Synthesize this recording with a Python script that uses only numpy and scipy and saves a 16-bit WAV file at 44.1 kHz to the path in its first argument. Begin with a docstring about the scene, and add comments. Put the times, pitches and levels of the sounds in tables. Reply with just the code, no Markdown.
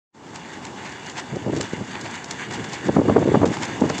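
"""A steady rush of wind fades in, with torn plastic sheeting rustling on a hoophouse across an open field.
The film buckles in thousands of tiny clicks; when a fold runs out to the edge, the sheet flaps and cracks.
Turbulent gusts buffet the microphone with a low rumble, single eddies thump and rasp on it,
and the hardest of them briefly overload it."""
import sys
import numpy as np
from scipy import signal
from scipy.fft import rfft, irfft, next_fast_len
from scipy.io import wavfile
from scipy.ndimage import uniform_filter1d, map_coordinates

SR = 44100
rng = np.random.default_rng(int(sys.argv[2]) if len(sys.argv) > 2 else 0)


def put_to_file(sound):
    """Save the sound as 16-bit audio at rate SR, in the file named by the first command-line argument."""
    columns = np.atleast_2d(sound).T  # one column per channel
    safe = np.clip(columns, -1, 1)
    whole_steps = np.round(safe * 32767)
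    wavfile.write(sys.argv[1], SR, whole_steps.astype(np.int16))


N = 176400

# Levels are relative, ahead of the gains applied below.
# flaps of the sheeting: crack_s, level_db, swell_time_constant_s, treble_over_body_db
SHEET_FLAPS = [(0.359, -36.5, 0.0091, -1.5), (.653, -30.5, 0.0026, -3), (.862, -37.5, .029, -8.5),
               (1.102, -39, 0.0055, 5), (1.17, -37, 0.0024, -14), (1.188, -31, 0.013, -2.5),
               (1.57, -38.5, 0.019, 1.5), (1.613, -28, 0.0029, 5.5), (1.649, -43, 0.014, -6),
               (1.955, -30, 0.0052, -18), (2.062, -31.5, 0.0089, -9.5), (2.152, -40.5, 0.013, -25),
               (2.245, -38.5, .003, 5), (2.313, -32.5, 0.0036, 8), (2.512, -34, 0.0034, -2),
               (2.544, -33.5, 0.012, -2), (2.644, -36.5, 0.0046, -2), (2.738, -33, 0.0096, 1.5),
               (2.868, -40, 0.0087, 2.5), (3.46, -28, 0.0051, -0.5), (3.541, -34, 0.018, -3.5),
               (3.571, -26, 0.0019, -9), (3.635, -29.5, .014, -2), (3.9, -27.5, 0.0052, -1.5),
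               (3.951, -37.5, 0.0048, 1.5), (3.986, -34, 0.0052, 6.5)]
# eddies striking the microphone: peak_s, level_db, rasp_over_thump_db
EDDY_STRIKES = [(1.367, -22.5, -13), (1.469, -15.5, -31), (1.482, -23.5, -13), (1.497, -16.5, -30),
                (1.536, -19.5, -21), (1.57, -18.5, -27), (1.604, -21, -27), (1.737, -20.5, -30),
                (1.782, -34.5, -24), (1.813, -22.5, -35), (2.892, -9, -13), (2.968, -9, -6.5),
                (2.986, -15, -20), (2.996, -12, -16), (3.016, -17.5, -4.5), (3.059, -16.5, -11),
                (3.084, -10.5, -11.5), (3.098, -12, -5.5), (3.166, -5.5, -8.5), (3.184, -13, -9),
                (3.217, -23, -19), (3.227, -21.5, -0.5), (3.26, -13.5, -25), (3.276, -11.5, -18),
                (3.291, -13.5, -34), (3.319, -15, -23), (3.346, -7.5, -7.5), (3.357, -15, -3),
                (3.373, -12, -20), (3.42, -13, -5.5), (3.434, -13.5, -5), (3.445, -11, -6.5),
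                (3.459, -14, -26), (3.515, -22, -22), (3.821, -8.5, -15), (3.841, -13.5, -9.5),
                (3.856, -15, -10.5), (3.904, -16, -3.5)]
# shoves of air that pin the diaphragm at its limit: peak_s, half_width_s
AIR_SHOVES = [(3.45, 0.0016)]
# envelopes: time_s, level_db
RUSTLE_LEVEL = [(0, -55.5), (.55, -41), (.72, -46.5), (.9, -41.5), (1.46, -42.5), (1.8, -40.5),
                (2.17, -37.5), (2.25, -43.5), (2.6, -35.5), (2.68, -43.5), (2.78, -39), (3.03, -43),
                (4, -37.5)]
GUST_PRESSURE = [(0, -51.5), (1.28, -50.5), (1.34, -25.5), (1.41, -40), (1.46, -26.5), (1.61, -27),
                 (1.69, -50), (1.81, -31), (1.88, -43), (2.06, -38), (2.25, -52), (2.56, -34), (2.81, -45),
                 (2.87, -23.5), (2.94, -30.5), (2.98, -18), (3.04, -29.5), (3.11, -18), (3.3, -26.5),
                 (3.48, -19.5), (3.54, -41), (3.595, -30.5), (3.65, -37), (3.79, -34.5), (3.815, -26),
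                 (4, -32.5)]
WIND_LEVEL = [(0, -42), (1.3, -40), (2.3, -41.5), (4, -36)]
FADE_IN = [(0, -110), (.12, -54), (.147, -7), (.3, 3)]
# spectral shapes: frequency_hz, gain_db
FLAP_BODY_SPECTRUM = [(200, -23), (900, 8.5), (1300, -2), (1900, 2), (5000, -12.5), (9000, -74)]
CREASE_SPECTRUM = [(1000, -22), (3000, 3), (7000, 8.5), (15000, -2)]
SHEET_SPECTRUM = [(200, -31), (900, -0.5), (1250, -5.5), (1600, 3.5), (2200, 0), (2550, -7), (2900, -0.5),
                  (3150, -10.5), (3450, -2), (4000, -15.5), (4700, -8.5), (5200, -34), (6100, -12),
                  (15000, -14)]
RUMBLE_SPECTRUM = [(25, -29), (115, 2.5), (300, -1), (450, -6), (700, -20.5), (3000, -86)]
THUMP_SPECTRUM = [(40, -19), (125, 0.5), (270, 3.5), (500, -1.5), (1100, -27.5), (4000, -83)]
RASP_SPECTRUM = [(250, -22.5), (540, 4), (1000, 1.5), (1800, -17), (5000, -42)]
WIND_SPECTRUM = [(30, -17), (70, -6), (130, -2.5), (300, 0.5), (450, -6), (620, -10.5), (880, -2.5),
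                 (1250, -13.5), (2500, -25.5), (7000, -25)]
MIC_RESPONSE = [(7600, 0), (8300, -14), (10500, -26), (15000, -39)]

CRINKLES_PER_S, CRINKLE_SPREAD_DB, HISS_SHARE = 3000, 4.5, 0.32
REBOUND_S, REBOUND_DB = 0.016, -13.5  # a flap's weaker second crack
SCATTER_S, SCATTER_DB = 0.051, -19.5  # its tail off the frame and ground
SWIRL_DB, SWIRL_KNEE_DB, SWIRL_SLOPE = -14.5, -16, 0.21  # rasp over rumble at the knee; extra dB per dB


def flaps():
    """Travelling wave: a fold runs along the sheet, swells to a crack at the edge, rebounds and dies."""
    body, treble = np.zeros(N), np.zeros(N)
    for crack_s, level_db, swell_s, treble_db in SHEET_FLAPS:
        t = np.arange(N) / SR - crack_s
        first = crack(t, swell_s)
        rebound = amp(REBOUND_DB) * crack(t - REBOUND_S, swell_s)
        scatter = (t > 0) * amp(SCATTER_DB) * (1 - first) * np.exp(-np.abs(t) / SCATTER_S)
        envelope = first + rebound + scatter
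        body += amp(level_db) * envelope
        treble += amp(level_db + treble_db) * envelope
    spurts = amp(wobble(depth_db=7, rate_hz=260))  # creases give way unevenly
    return body * even(crinkle(FLAP_BODY_SPECTRUM)) + treble * even(spurts * crinkle(CREASE_SPECTRUM))


def crack(t, swell_s, release_ratio=0.58):
    """Exponential growth and decay: an envelope that peaks at t = 0 and falls faster than it rose."""
    time_constant_s = swell_s * np.where(t < 0, 1, release_ratio)
    return np.exp(-np.abs(t) / time_constant_s)


def rustle(gain_db=-0.5, crackle_db=-12):
    """Flutter: loose sheeting crinkles without pause in the airflow, and small creases crackle on top."""
    spurts = amp(wobble(depth_db=9, rate_hz=89))
    crackle = unit(spurts * crinkle(CREASE_SPECTRUM))
    film = shifting_folds(crinkle(SHEET_SPECTRUM)) + amp(crackle_db) * crackle
    flutter_db = wobble(depth_db=1.96, rate_hz=23)
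    return amp(curve(RUSTLE_LEVEL) + gain_db + flutter_db) * film


def crinkle(spectrum):
    """Buckling: the film gives off dense, tiny random clicks that partly merge into hiss."""
    clicks = (rng.random(N) < CRINKLES_PER_S / SR) * rng.choice([-1, 1], N)
    strengths = amp(CRINKLE_SPREAD_DB * rng.standard_normal(N))
    hiss = np.sqrt(HISS_SHARE) * rng.standard_normal(N)
    return coloured(np.sqrt(1 - HISS_SHARE) * unit(clicks * strengths) + hiss, spectrum)


def shifting_folds(x, depth_db=1.5):
    """Spectral modulation: folds sound in turn, so the colour shifts in patches of time and frequency."""
    spectrogram = signal.stft(x, nperseg=512)[2]
    patches = uniform_filter1d(rng.standard_normal(spectrogram.shape), size=8, axis=0)
    patches = uniform_filter1d(patches, size=10, axis=1)
    shifted = spectrogram * amp(depth_db * unit(patches))
    return unit(signal.istft(shifted, nperseg=512)[1][:N])


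def buffeting(gain_db=-2):
    """Turbulent pressure on the microphone: gusts rumble, brighter as they grow; eddies thump and rasp."""
    churn_db = wobble(depth_db=2, rate_hz=65.2)
    pressure_db = curve(GUST_PRESSURE) + gain_db + churn_db
    rumble = amp(pressure_db) * noise(RUMBLE_SPECTRUM)
    swirl = amp(pressure_db + SWIRL_DB + SWIRL_SLOPE * (pressure_db - SWIRL_KNEE_DB))
    thump, rasp = np.zeros(N), np.zeros(N)
    for peak_s, level_db, rasp_db in EDDY_STRIKES:
        push = amp(level_db + gain_db) * pulse(peak_s, half_width_s=0.0035)
        thump += push
        rasp += amp(rasp_db) * push
    ragged = amp(wobble(depth_db=4.5, rate_hz=227.6))  # eddies break up into short pops
    thumps = thump * even(ragged * noise(THUMP_SPECTRUM))
    rasps = np.hypot(swirl, rasp) * even(ragged * noise(RASP_SPECTRUM))
    return rumble + thumps + rasps


def field_wind():
    """Turbulence: air flowing over the field and the frame makes a broad, gently swaying rush."""
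    return amp(curve(WIND_LEVEL) + wobble(depth_db=1, rate_hz=9)) * noise(WIND_SPECTRUM)


def amp(db):
    """Decibels to amplitude ratio."""
    return 10 ** (np.asarray(db) / 20)


def unit(x):
    """Normalisation to rms 1."""
    return x / np.sqrt(np.mean(x ** 2) + 1e-20)


def even(x, size=280):
    """Running normalisation: rms near 1 over about size samples; the finer grain stays."""
    power = uniform_filter1d(uniform_filter1d(x ** 2, size), size)
    return x / np.sqrt(np.abs(power) + 1e-20)


def curve(rows):
    """Linear interpolation of (time_s, value) points at every sample."""
    return np.interp(np.arange(N) / SR, *np.transpose(rows))


def wobble(depth_db, rate_hz):
    """Random modulation: a smooth curve in dB through rate_hz random points a second."""
    points = rng.standard_normal(N // 20)
    return depth_db * map_coordinates(points, [np.arange(N) * rate_hz / SR], mode="mirror")


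def pulse(peak_s, half_width_s):
    """Gaussian pulse of height 1; the half width is its standard deviation."""
    return np.exp(-.5 * ((np.arange(N) / SR - peak_s) / half_width_s) ** 2)


def gain(spectrum, hz):
    """Amplitude response, interpolated in dB on a log frequency axis."""
    frequency_hz, gain_db = np.transpose(spectrum)
    return amp(np.interp(np.log(hz + 1), np.log(frequency_hz), gain_db))


def filtered(x, response):
    """Linear filtering: the spectrum of x times a frequency response."""
    size = next_fast_len(N + SR // 2)
    return irfft(rfft(x, size) * response(np.fft.rfftfreq(size, 1 / SR)), size)[:N]


def coloured(x, spectrum):
    """Spectral shaping of x, at rms 1."""
    return unit(filtered(x, lambda hz: gain(spectrum, hz)))


def noise(spectrum):
    """Turbulent pressure as spectrally shaped Gaussian noise."""
    return coloured(rng.standard_normal(N), spectrum)


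def saturate(x, ceiling=0.8):
    """Overload: the microphone's output bends softly towards a ceiling (full scale is 1)."""
    return x / (1 + (x / ceiling) ** 4) ** (1 / 4)


def scene():
    """Superposition: wind and sheeting add at one microphone."""
    return (field_wind() + rustle() + flaps() + buffeting())[None]


def record(dry, shove_db=11, low_cut_hz=83, top_hz=15500):
    """Saturation and band limiting: the sound fades in, peaks are rounded, bass and treble roll off."""
    faded = dry[0] * amp(curve(FADE_IN))
    shove = amp(shove_db) * sum(pulse(peak_s, half_width_s) for peak_s, half_width_s in AIR_SHOVES)
    choked = saturate(faded + shove) - saturate(shove)  # the shove, itself unheard, pins the diaphragm
    low_cut = signal.butter(3, low_cut_hz, "highpass", fs=SR, output="sos")
    rounded = saturate(signal.sosfilt(low_cut, choked))
    return filtered(rounded, lambda hz: gain(MIC_RESPONSE, hz) * (hz < top_hz))[None]


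dry = scene()
out = record(dry)
put_to_file(out)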